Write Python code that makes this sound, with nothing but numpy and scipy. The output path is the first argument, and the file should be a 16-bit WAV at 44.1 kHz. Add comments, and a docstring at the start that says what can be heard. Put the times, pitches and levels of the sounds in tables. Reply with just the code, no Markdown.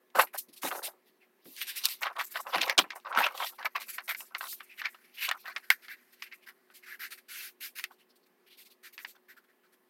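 """A small fan hums near a close microphone: a few wavering tones over flickering air noise.
Then a thin stapled stack of paper is lifted, flexed, knocked on its edge, slid and pressed flat on a desk.
Bending sheets crackle dully and sliding ones rub on desk and skin: coloured noise that follows the hands.
Creases and edges snap as short filtered clicks, and soft bumps make the desk top ring."""
import sys
import numpy as np
from scipy import signal
from scipy.io import wavfile
from scipy.ndimage import uniform_filter1d

SR = 44100
rng = np.random.default_rng(int(sys.argv[2]) if len(sys.argv) > 2 else 0)


def to_wav(sig):
    """Store sig (one row per channel, or 1-D mono) as 16-bit WAV at the path in sys.argv[1].

    Samples outside -1..1 are clipped; the rate is SR.
    """
    pcm = np.clip(np.atleast_2d(sig), -1, 1) * 32767
    pcm = np.round(pcm).astype(np.int16)
    wavfile.write(sys.argv[1], SR, pcm.T)  # frames by channels


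N = 436149  # samples, 9.89 s

# steady tones of the fan: (pitch [Hz], level [dB rms])
FAN_TONES = [(242.2, -84.5), (366.1, -76.5), (1077, -88.5), (1723, -87.5), (1938, -89.5), (2153, -93)]
# colour of the fan's air noise, only its shape counts: (frequency [Hz], level per Hz [dB])
AIR_COLOUR = [(35, -70), (60, -37), (135, -28), (217, -2), (308, -9.5), (363, -1.5), (492, -9.5),
              (1740, -15), (7060, -31), (13300, -24.5), (16000, -25)]
AIR_DB = -71.5
# faint rustle of the handled sheets between the movements: (time [s], level [dB])
RUSTLE_LEVEL = [(0, -91), (1.35, -84), (1.5, -67), (1.6, -54), (1.92, -45), (1.98, -64), (2.6, -61.5),
                (2.85, -72), (3.05, -71), (3.3, -52), (3.55, -69), (4.3, -70), (4.7, -64), (5.1, -68.5),
                (5.5, -64), (6.0, -68.5), (6.6, -76), (7.9, -86), (9.89, -92.5)]
# the stack bends and buckles: (start [s], length [s], level [dB])
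BEND_MOVES = [(0.153, 0.059, -25.5), (0.183, 0.032, -20.5), (0.208, 0.038, -32.5), (0.337, 0.024, -41.5),
              (0.633, 0.059, -39.5), (0.702, 0.1, -41.5), (0.77, 0.029, -43), (0.813, 0.082, -55),
              (1.837, 0.048, -45.5), (2.018, 0.075, -34), (2.097, 0.025, -43.5), (2.159, 0.073, -42),
              (2.349, 0.055, -42.5), (2.446, 0.091, -47.5), (2.522, 0.085, -35.5), (2.612, 0.044, -36),
              (2.668, 0.065, -35), (2.784, 0.02, -22), (2.907, 0.033, -51.5), (2.953, 0.028, -44),
              (3.048, 0.052, -44.5), (3.101, 0.094, -36.5), (3.168, 0.053, -31.5), (3.225, 0.053, -31.5),
              (3.299, 0.088, -44.5), (3.389, 0.069, -38.5), (3.496, 0.052, -60.5), (3.588, 0.032, -48),
              (3.646, 0.032, -38.5), (3.752, 0.028, -38.5), (3.789, 0.04, -51), (3.871, 0.028, -61),
              (3.986, 0.028, -51), (4.079, 0.037, -39), (4.201, 0.041, -52.5), (4.312, 0.025, -58.5),
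              (4.346, 0.023, -48), (4.402, 0.077, -48.5), (4.812, 0.067, -48.5), (5.283, 0.019, -37),
              (5.336, 0.033, -49.5), (5.448, 0.066, -47), (5.559, 0.026, -45), (6.471, 0.045, -59),
              (7.905, 0.013, -52), (9.044, 0.018, -58.5), (9.152, 0.023, -63.5)]
# sheets slide on desk, fingers or each other:
# (start [s], length [s], level [dB], pitch [Hz], hiss relative to the slide [dB])
SLIDE_MOVES = [(0.153, 0.038, -34, 1500, -10.5), (0.192, 0.03, -27, 1500, -11),
               (0.269, 0.028, -60, 2420.0, -25), (0.335, 0.03, -46.5, 1760.0, -4),
               (0.377, 0.021, -45.5, 4360.0, 10.5), (0.485, 0.018, -62, 4150.0, -2),
               (0.53, 0.017, -59.5, 4100.0, 6.0), (0.561, 0.028, -57.5, 4130.0, 4.5),
               (0.62, 0.07, -42.5, 2500, 3.5), (0.708, 0.051, -48, 1507, -1.5),
               (0.739, 0.06, -60, 1500.0, 13.5), (0.83, 0.045, -41.5, 3505, 2.5),
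               (1.057, 0.049, -71, 3250, -4), (1.205, 0.05, -65, 2272, -16),
               (1.445, 0.15, -66.5, 3955, 8.5), (1.567, 0.042, -49, 3130.0, -1),
               (1.606, 0.031, -38.5, 2867, -6), (1.669, 0.052, -41, 2964, -3),
               (1.758, 0.038, -39, 3247, -1), (1.838, 0.034, -35, 4508, -2.5),
               (1.872, 0.074, -45, 3527, 0.5), (2.017, 0.072, -37, 1875, -20.5),
               (2.186, 0.04, -35.5, 2209, -13), (2.308, 0.03, -57.5, 1611, 9.5),
               (2.342, 0.062, -44.5, 1610.0, -8), (2.471, 0.068, -52, 1462, -4.5),
               (2.522, 0.085, -37.5, 2600, -13.5), (2.61, 0.031, -28.5, 3018, -13.5),
               (2.673, 0.057, -37, 2030.0, -21.5), (2.785, 0.018, -25.5, 3027, -11.5),
               (2.902, 0.024, -47, 2223, -22), (2.954, 0.017, -61.5, 1600.0, 11),
               (3.047, 0.057, -49, 1661, -24.5), (3.121, 0.06, -52, 1741, -29.5),
               (3.165, 0.073, -30, 1720.0, -15.5), (3.225, 0.055, -30.5, 2700, -20.5),
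               (3.349, 0.15, -47, 3360, -5.5), (3.582, 0.043, -51, 1868, -23),
               (3.648, 0.022, -36, 1900, -20.5), (3.752, 0.024, -36.5, 2200, -16),
               (3.8, 0.04, -45.5, 2600, -3), (3.882, 0.036, -47.5, 2191, 2.5),
               (3.928, 0.04, -53.5, 2043, 5.5), (3.974, 0.032, -48, 1850, -26.5),
               (4.079, 0.042, -36, 1995, -7.5), (4.167, 0.067, -62, 2480.0, 14),
               (4.349, 0.03, -50, 2155, -16.5), (4.401, 0.078, -52.5, 1564, 2.5),
               (4.467, 0.08, -51, 4800, 8), (4.6, 0.015, -51, 2200, -12), (4.691, 0.052, -55, 2450, -17.5),
               (4.776, 0.041, -44, 2400, -12.5), (4.839, 0.038, -33, 2012, -29.5),
               (4.941, 0.019, -59.5, 1700.0, -7.5), (5.038, 0.03, -62, 2300.0, -7.5),
               (5.142, 0.032, -57.5, 3100.0, -2.5), (5.17, 0.059, -45, 2627, -12.5),
               (5.208, 0.069, -33.5, 2659, -10), (5.284, 0.032, -48, 2060.0, -14.5),
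               (5.393, 0.032, -66.5, 4100.0, 5), (5.454, 0.069, -45.5, 1654, -16),
               (5.562, 0.026, -43, 2160, -15.5), (5.631, 0.03, -58, 1750, -8),
               (5.706, 0.026, -31.5, 1742, -13.5), (5.82, 0.048, -56.5, 1948, -5.5),
               (5.889, 0.055, -44.5, 1904, -15.5), (5.953, 0.06, -67, 1906, -8.5),
               (6.124, 0.026, -62.5, 1983, -1), (6.193, 0.026, -65, 2120, -3.5),
               (6.221, 0.032, -49, 2371, -8.5), (6.245, 0.04, -55.5, 2300, -11),
               (6.314, 0.032, -49, 2202, -23.5), (6.422, 0.031, -64.5, 2530.0, -6.5),
               (6.465, 0.043, -50, 1744, -11), (6.705, 0.027, -65, 1607, -9),
               (6.74, 0.048, -59, 3070.0, 1.5), (6.827, 0.032, -55, 2028, -13),
               (6.859, 0.098, -48.5, 1747, -11.5), (6.995, 0.078, -42.5, 1794, -8.5),
               (7.107, 0.036, -45.5, 2080.0, -2.5), (7.175, 0.021, -55, 1980.0, -4),
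               (7.286, 0.206, -48, 2378, -1), (7.607, 0.076, -46, 2554, -0.5),
               (7.755, 0.061, -48, 2424, -2.5), (7.823, 0.041, -53, 2230, -7.5),
               (7.906, 0.042, -70.5, 1400.0, -0.5), (7.985, 0.048, -68.5, 2873, -6.5),
               (8.09, 0.031, -72, 4700, -4.5), (8.156, 0.019, -71.5, 4800, 2.5),
               (8.23, 0.02, -76, 4700, -8.5), (8.262, 0.012, -72.5, 2500, -1),
               (8.465, 0.028, -61.5, 2600.0, -9.5), (8.499, 0.057, -60, 3300, -9.5),
               (8.573, 0.06, -58.5, 3600, -0.5), (8.65, 0.032, -62, 3800, -0.5),
               (8.702, 0.03, -62.5, 4200, -3.5), (8.832, 0.054, -52, 2008, -4.5),
               (8.927, 0.026, -62, 3018, 3), (8.983, 0.04, -55, 2000.0, -6.5),
               (9.054, 0.022, -63.5, 1983, -4.5), (9.069, 0.05, -61, 3500.0, 4),
               (9.149, 0.022, -67, 1600.0, -10.5), (9.285, 0.046, -55, 1828, -10.5),
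               (9.366, 0.025, -57, 1541, -12.5), (9.437, 0.02, -68.5, 1500.0, -12),
               (9.485, 0.04, -69.5, 1700.0, -12.5), (9.632, 0.042, -69.5, 1400.0, -10.5),
               (9.723, 0.028, -68.5, 1500, -1.5)]
# skin brushes over a face or edge of the sheet, hiss alone: (start [s], length [s], level [dB])
BRUSH_MOVES = [(0.188, 0.03563, -32), (0.665, 0.03, -38), (2.01, 0.037, -47), (2.227, 0.059, -49),
               (2.401, 0.022, -47), (2.641, 0.026, -51), (3.075, 0.044, -65), (3.427, 0.083, -47),
               (3.537, 0.041, -63.5), (3.854, 0.04, -57.5), (4.019, 0.058, -58.5), (4.238, 0.056, -61),
               (4.38, 0.022, -49.5), (4.564, 0.035, -61), (4.628, 0.025, -59.5), (4.878, 0.07, -63.5),
               (6.328, 0.042, -63.5), (9.009, 0.034, -58)]
# where the buckling sounds strongest, low while the stack lies under the hand: (time [s], pitch [Hz])
BUCKLE_PITCH_PATH = [(0, 1049), (0.6, 792), (0.95, 597.6), (1.902, 1225), (2.6, 908), (3.301, 972),
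                     (4.5, 1279), (9.89, 1203)]
# colours of the three rubbing layers, only their shape counts: (frequency [Hz], level per Hz [dB])
BUCKLE_COLOUR = [(210, -21), (400, -5), (700, -6.5), (1000, -6.5), (1300, -1.5), (1700, -19.5),
                 (3000, -26.5)]
SLIDE_COLOUR = [(800, -36.5), (1100, -8), (1400, 5), (2200, 4.5), (3300, 1), (4500, 5), (5800, -2.5),
                (8000, -28)]
HISS_COLOUR = [(3500, -17), (5500, -8.5), (8000, -7.5), (11000, -3.5), (13500, 1), (16500, -15)]
# snaps and knocks of the sheets: (time [s], peak of the body [dB], pitch [Hz], treble relative to that peak [dB])
SNAP_EVENTS = [(0.102, -55, 3220, -22), (0.191, -11.5, 1110, -28.5), (0.197, -9, 1260, -19),
               (0.633, -25, 1350, -6.5), (0.647, -28, 760, -24), (0.708, -31.5, 1300, -17),
               (0.714, -22.5, 1360, -13.5), (0.757, -32, 714, -28.5), (0.791, -45, 1350, -31.5),
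               (0.82, -39.5, 710, -26), (0.881, -37, 730, -29.5), (0.935, -51.5, 510, -25),
               (1.456, -47.5, 1810, -12), (1.565, -34, 3470, -1), (1.615, -22, 2350, -12.5),
               (1.855, -5.5, 4400, -0.5), (1.887, -22.5, 4700, -11.5), (2.032, -17, 2380, -19.5),
               (2.068, -19, 1310, -23), (2.166, -29, 1400, -18), (2.197, -27.5, 1280, -22),
               (2.211, -18.5, 1400, -21.5), (2.357, -22, 1360, -23), (2.468, -29.5, 1180, -16),
               (2.536, -24, 1210, -23.5), (2.56, -19.5, 940, -22), (2.583, -18.5, 1840, -19.5),
               (2.616, -11, 3050, -21), (2.634, -22.5, 2060, -22.5), (2.68, -25, 3380, -30),
               (2.697, -10.5, 2100, -12.5), (2.779, -7, 4150, -18), (2.782, -6, 2930, -24),
               (2.789, -2.5, 3000, -26.5), (2.841, -32, 940, -31), (2.905, -23.5, 2050, -25),
               (2.92, -34.5, 1890, -30), (2.959, -33.5, 910, -8.5), (3.0, -49.5, 3000, -8),
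               (3.068, -29, 1070, -29.5), (3.127, -25, 1280, -29), (3.15, -26, 2180, -22.5),
               (3.16, -20.5, 1010, -25.5), (3.174, -14.5, 1350, -30), (3.187, -12, 1580, -21),
               (3.205, -18, 1420, -24), (3.23, -18, 1240, -23.5), (3.24, -21, 2030, -22),
               (3.265, -16.5, 1300, -35), (3.267, -21, 2640, -27), (3.377, -29, 3300, -18),
               (3.402, -23, 1220, -22), (3.426, -22.5, 1260, -19), (3.447, -26, 3050, -12),
               (3.628, -29.5, 1510, -22), (3.656, -17.5, 1830, -19.5), (3.761, -20.5, 1990, -29),
               (3.983, -24, 1430, -26), (4.08, -29, 2020, -22.5), (4.092, -21, 1940, -14),
               (4.109, -21, 1770, -21.5), (4.148, -24, 1900, -19.5), (4.206, -32, 2390, 0),
               (4.349, -19.5, 1830, -31), (4.409, -25, 1400, -16), (4.528, -39, 1770, -20),
               (4.606, -32, 1400, -30), (4.796, -32, 2380, -14.5), (4.817, -23, 1640, -25.5),
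               (4.946, -41, 1300, -24.5), (4.856, -20.5, 1980, -28.5), (5.29, -16, 3200, -17.5),
               (5.313, -14, 1600, -12.5), (5.457, -32, 1640, -16.5), (5.563, -18.5, 1930, -31.5),
               (5.703, -3.5, 1910, -8.5), (5.848, -44, 1880, -26), (5.883, -34, 1900, -21.5),
               (5.915, -55, 1860, -16), (6.223, -24, 2290, -23), (6.325, -38, 2030, -28),
               (6.701, -47.5, 1490, -22), (7.787, -29.5, 2400, -2.5), (7.796, -28, 2100, -7),
               (7.84, -19.5, 2210, -4.5), (8.979, -31, 2050, -20.5), (8.99, -36, 2000, -16),
               (9.048, -27, 1810, -25)]
# dull bumps of hands and stack on the desk: (time [s], relative strength [dB])
BUMP_EVENTS = [(0.164, -48), (0.48, -64), (0.635, -43.5), (1.454, -55.5), (2.557, -42), (2.782, -45),
               (3.168, -44.5)]
# ringing modes of the desk top: (pitch [Hz], relative level [dB], time to fall by 60 dB [s])
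DESK_MODES = [(200, -7, .04), (294.7, 13, 0.021), (399, 2, 0.038)]

# what rustle and slides pass on to the other layers
RUSTLE_BUCKLE_DB, RUSTLE_HISS_DB, SLIDE_BUCKLE_DB = -17, -5, -25
# (attack [dB per s], release [dB per s]) around the held part of a movement
BEND_SLOPES, SLIDE_SLOPES, HISS_SLOPES = (2800, 960), (4600, 770), (4400, 500)
ARCH_DB, ARCH_S = 7.5, .035  # a hold is this much quieter at its ends and swells or fades within ARCH_S
SLIDE_RING_OCTAVES, SLIP_SPREAD_DB = .4, 3.5  # width of a sliding sheet's ring; unevenness of the slips
FALL_ABOVE = .3  # above its centre a ring falls by this share of its lift per octave
GLIDE_S = 0.015  # the pitch glides from one slide to the next
SNAP_RISE_S = .0004
THUMP_DB, THUMP_HZ = -15.5, 300  # push of air under each snap: level for a snap at THUMP_HZ; upper edge


def from_db(db):
    """Decibels to gain."""
    return 10 ** (np.asarray(db) / 20)


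def rms_one(x):
    """Scale to unit rms."""
    return x / np.sqrt(np.mean(x ** 2) + 1e-20)


def drift(rate):
    """Slow chance of spread 1, changing about rate times a second."""
    r = np.exp(-80 * np.pi * rate / SR)  # one step is 40 samples
    noise = rng.standard_normal(N // 40 + 2002)
    slow = signal.lfilter([1], [1, -2 * r, r * r], noise)[2000:]  # skip the filter's settling
    return np.interp(np.arange(N) / 40, np.arange(len(slow)), rms_one(slow))


def band(x, low_hz, high_hz, order=2):
    """Butterworth band-pass: keep what lies between two frequencies."""
    edges = np.clip([low_hz, high_hz], 20, .45 * SR)
    return signal.sosfilt(signal.butter(order, edges, "band", fs=SR, output="sos"), x)


def coloured(sources, spectrum, patchy_db, patch_rate, centre_hz=None, lift_db=0, octaves=1, count=3):
    """Narrow bands, count to the octave, fed by two unrelated sources in turn, each with its own flicker.
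    Bands near a moving centre are lifted at the cost of the others; rms 1."""
    hz, db = np.transpose(spectrum)
    edges = np.geomspace(hz[0], hz[-1], round(count * np.log2(hz[-1] / hz[0])) + 1)
    out, power = 0, 0
    for k, (low, high) in enumerate(zip(edges, edges[1:])):
        level_db = np.interp(np.log(low * high) / 2, np.log(hz), db)
        if centre_hz is not None:
            above = np.log2(np.sqrt(low * high) / centre_hz)  # octaves
            ring = np.exp(-(above / octaves) ** 2) - FALL_ABOVE * np.maximum(above, 0)
            level_db = level_db + lift_db * ring
            # little sounds far below the centre
            level_db = level_db - 34 * np.maximum(np.log2(centre_hz / (1.595 * high)), 0)
        power = power + from_db(2 * level_db) * (high - low)
        gain = from_db(level_db + patchy_db * drift(patch_rate))
        out = out + gain * band(sources[k % 2], low, high, order=3)
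    return rms_one(out / np.sqrt(power))


def fan():
    """Steady tones that waver a little over flickering air noise."""
    t = np.arange(N) / SR
    tones = np.zeros(N)
    for hz, level_db in FAN_TONES:
        gain = from_db(level_db + 1.5 * drift(2.7)) * np.sqrt(2)  # rms to peak
        tones += gain * np.sin(2 * np.pi * (hz * t + rng.random()))
    air = coloured(rng.standard_normal((2, N)), AIR_COLOUR, patchy_db=1.5, patch_rate=9.9)
    return tones + from_db(AIR_DB) * air


def movements(t, start, length, level_db, slopes):
    """Level in dB of each movement over time: attack, arched hold, release."""
    early, late = start[:, None] - t, t - (start + length)[:, None]
    ramp_s = np.minimum(length[:, None] / 2, ARCH_S)
    off_middle = np.clip(1 + np.maximum(early, late) / ramp_s, 0, 1) ** 2
    arched_db = level_db[:, None] - ARCH_DB * (off_middle - 1 / 3)
    return arched_db - slopes[0] * np.maximum(early, 0) - slopes[1] * np.maximum(late, 0)


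def grains(per_s, spread_db, clump_db, rough):
    """Tiny slips come in clumps with uneven sizes; smooth friction noise makes up the rest."""
    born = rng.random(N) < per_s * from_db(clump_db * drift(40)) / SR
    sizes = from_db(spread_db * np.minimum(rng.exponential(1, N), 4)) * born
    slips = rms_one(sizes * rng.choice([-1, 1], (2, N)))
    return np.sqrt(rough) * slips + np.sqrt(1 - rough) * rng.standard_normal((2, N))


def rubbing(ease_s=0.0043):
    """Buckling crackle, sliding and hiss follow the hand movements; the strongest movement leads."""
    t, time_s = np.arange(0, N / SR, .001), np.arange(N) / SR  # coarse and full time
    bends, brushes = np.transpose(BEND_MOVES), np.transpose(BRUSH_MOVES)
    start, length, level_db, pitch_hz, hiss_over_db = np.transpose(SLIDE_MOVES)

    rustle_db = np.interp(t, *np.transpose(RUSTLE_LEVEL))
    slides = movements(t, start, length, level_db, SLIDE_SLOPES)
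    slide_db = np.maximum(slides.max(axis=0), rustle_db)
    bend_db = movements(t, *bends, BEND_SLOPES).max(axis=0)
    buckle_db = np.max([bend_db, slide_db + SLIDE_BUCKLE_DB, rustle_db + RUSTLE_BUCKLE_DB], axis=0)
    slide_hiss_db = movements(t, start, length, level_db + hiss_over_db, HISS_SLOPES).max(axis=0)
    brush_db = movements(t, *brushes, HISS_SLOPES).max(axis=0)
    hiss_db = np.max([slide_hiss_db, brush_db, rustle_db + RUSTLE_HISS_DB], axis=0)

    starts = np.sort(np.r_[0, start, bends[0]])
    since = t - starts[np.clip(np.searchsorted(starts, t) - 1, 0, None)]  # s since the last start
    leader = slides.argmax(axis=0)
    glide_hz = uniform_filter1d(pitch_hz[leader], round(GLIDE_S * 1000))
    curves = (buckle_db, slide_db, glide_hz, hiss_db, since, -hiss_over_db[leader])
    buckle_db, slide_db, slide_hz, hiss_db, since, dullness_db = [
        uniform_filter1d(np.interp(time_s, t, curve), round(ease_s * SR)) for curve in curves]

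    # a flexing stack crackles, a flat one glides
    rough = np.clip((buckle_db - slide_db + 22.0) / 18, .03, .9)
    # a lifted sheet rings at its pitch, a pressed one only hisses
    hollow = np.clip((dullness_db - 1.0) / 16, 0, 1)
    jerk = (rough + 0.24) * drift(70)  # creases give way unevenly and shake all three together
    patchy_db = 1.8 + 2.5 * rough  # a flat slide is even in colour
    spent_db = -60 * rough * hollow * np.minimum(since, .05)  # a bend crackles most as it begins

    buckle_hz = np.interp(time_s, *np.transpose(BUCKLE_PITCH_PATH))
    buckle = coloured(grains(600, 2.4, 5.4, rough), BUCKLE_COLOUR, 3.5, 60.0, buckle_hz, 5.9, 0.36)
    ring_db = 3.4 + 12.45 * hollow * (1 - .3 * rough)
    slide = coloured(grains(900, SLIP_SPREAD_DB, 5.5, rough), SLIDE_COLOUR, patchy_db, 25.0,
                     slide_hz, ring_db, SLIDE_RING_OCTAVES, count=5)
    hiss = coloured(grains(1500, SLIP_SPREAD_DB, 5.5, rough * hollow), HISS_COLOUR,
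                    patchy_db=2.5, patch_rate=9.5, count=4)
    return (from_db(buckle_db + spent_db + 2.5 * jerk) * buckle
            + from_db(slide_db + spent_db + 1.9 * jerk) * slide
            + from_db(hiss_db + 3.0 * hollow * jerk) * hiss)


def snaps(t60=0.064):
    """A crease gives way or an edge lands: a short crack, then a flutter of the sheet dying around its pitch."""
    out, t = np.zeros(N + 3000), np.arange(3000) / SR
    noise = rng.standard_normal((len(SNAP_EVENTS), 3, 3000))
    rise, crack = 1 - np.exp(-t / SNAP_RISE_S), np.exp(-t / 0.0012)
    step = 4.8 * (t == 0)  # the first break is one clean pulse
    for (s, peak_db, hz, treble_db), (near, wide, high) in zip(SNAP_EVENTS, noise):
        dying = from_db(-60 * t / (t60 * (1500 / hz) ** 0.9))  # low flutter lasts longer
        flutter = rise * (crack + 0.5 * dying)
        body = band(step + near * flutter, hz / 1.257, hz * 1.247)
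        body += 0.31 * band(step + wide * flutter, hz / 2.14, hz * 2.54, order=4)
        edge = band(step + high * rise * (crack + 0.3 * dying ** 2), 7200, 18000, order=3)
        thump = band(step, 40, THUMP_HZ, order=1)
        sound = body / np.abs(body).max()
        sound += from_db(treble_db) * edge / np.abs(edge).max()
        sound += from_db(THUMP_DB) * THUMP_HZ / hz * thump / thump.max()  # weaker under high snaps
        at = round(s * SR)
        out[at:at + len(t)] += from_db(peak_db) * sound
    return out[:N]


def bumps():
    """Soft contacts rattle for a moment and set the desk top's low modes ringing."""
    rows, out = np.array(BUMP_EVENTS), np.zeros(N)
    strengths = rng.normal(0, 2.5, (len(rows), len(DESK_MODES)))
    for (hz, level_db, t60), chance_db in zip(DESK_MODES, strengths.T):
        clicks = np.full(N, 1e-18)
        at = np.round(rows[:, 0] * SR).astype(int)
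        clicks[at] = from_db(rows[:, 1] + level_db - 23.0 + chance_db)
        fading = signal.lfilter([1], [1, -np.exp(-1 / (0.029 * SR))], clicks)
        rattle = fading * rng.standard_normal(N)
        r, w = from_db(-60 / (t60 * SR)), 2 * np.pi * hz / SR  # decay and turn per sample
        out += signal.lfilter([0, np.sin(w)], [1, -2 * r * np.cos(w), r * r], rattle)
    return band(out, 160, 920, order=4)


def reflections(x, t60=0.024, level_db=-16):
    """Desk and near walls return a short diffuse tail: decaying noise that starts after 3 ms."""
    t = np.arange(round(.2 * SR)) / SR
    tail = rng.standard_normal(len(t)) * from_db(-60 * t / t60) * (t > .003)
    return from_db(level_db) * signal.fftconvolve(x, tail / np.sqrt(np.sum(tail ** 2)))[:N]


def scene():
    """Paper and desk with their reflections, over the fan."""
    paper = rubbing() + snaps() + bumps()
    return (paper + reflections(paper) + fan())[None]


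def low_pass(x):
    """Removes everything above the highest recorded frequency."""
    return signal.sosfilt(signal.butter(12, 16250, fs=SR, output="sos"), x)


def record(dry, port_hz=13500, port_width_hz=1800, port_lift=0.37):
    """The small microphone loses the bass and rings at its port; peaks are rounded."""
    thin = signal.sosfilt(signal.butter(2, 120, "high", fs=SR, output="sos"), dry)
    port = band(thin, port_hz - port_width_hz / 2, port_hz + port_width_hz / 2, order=1)
    bright = thin + port_lift * port
    mix = 1.282 * np.tanh(bright / 1.38)
    return low_pass(mix)


dry = scene()
out = record(dry)
to_wav(out)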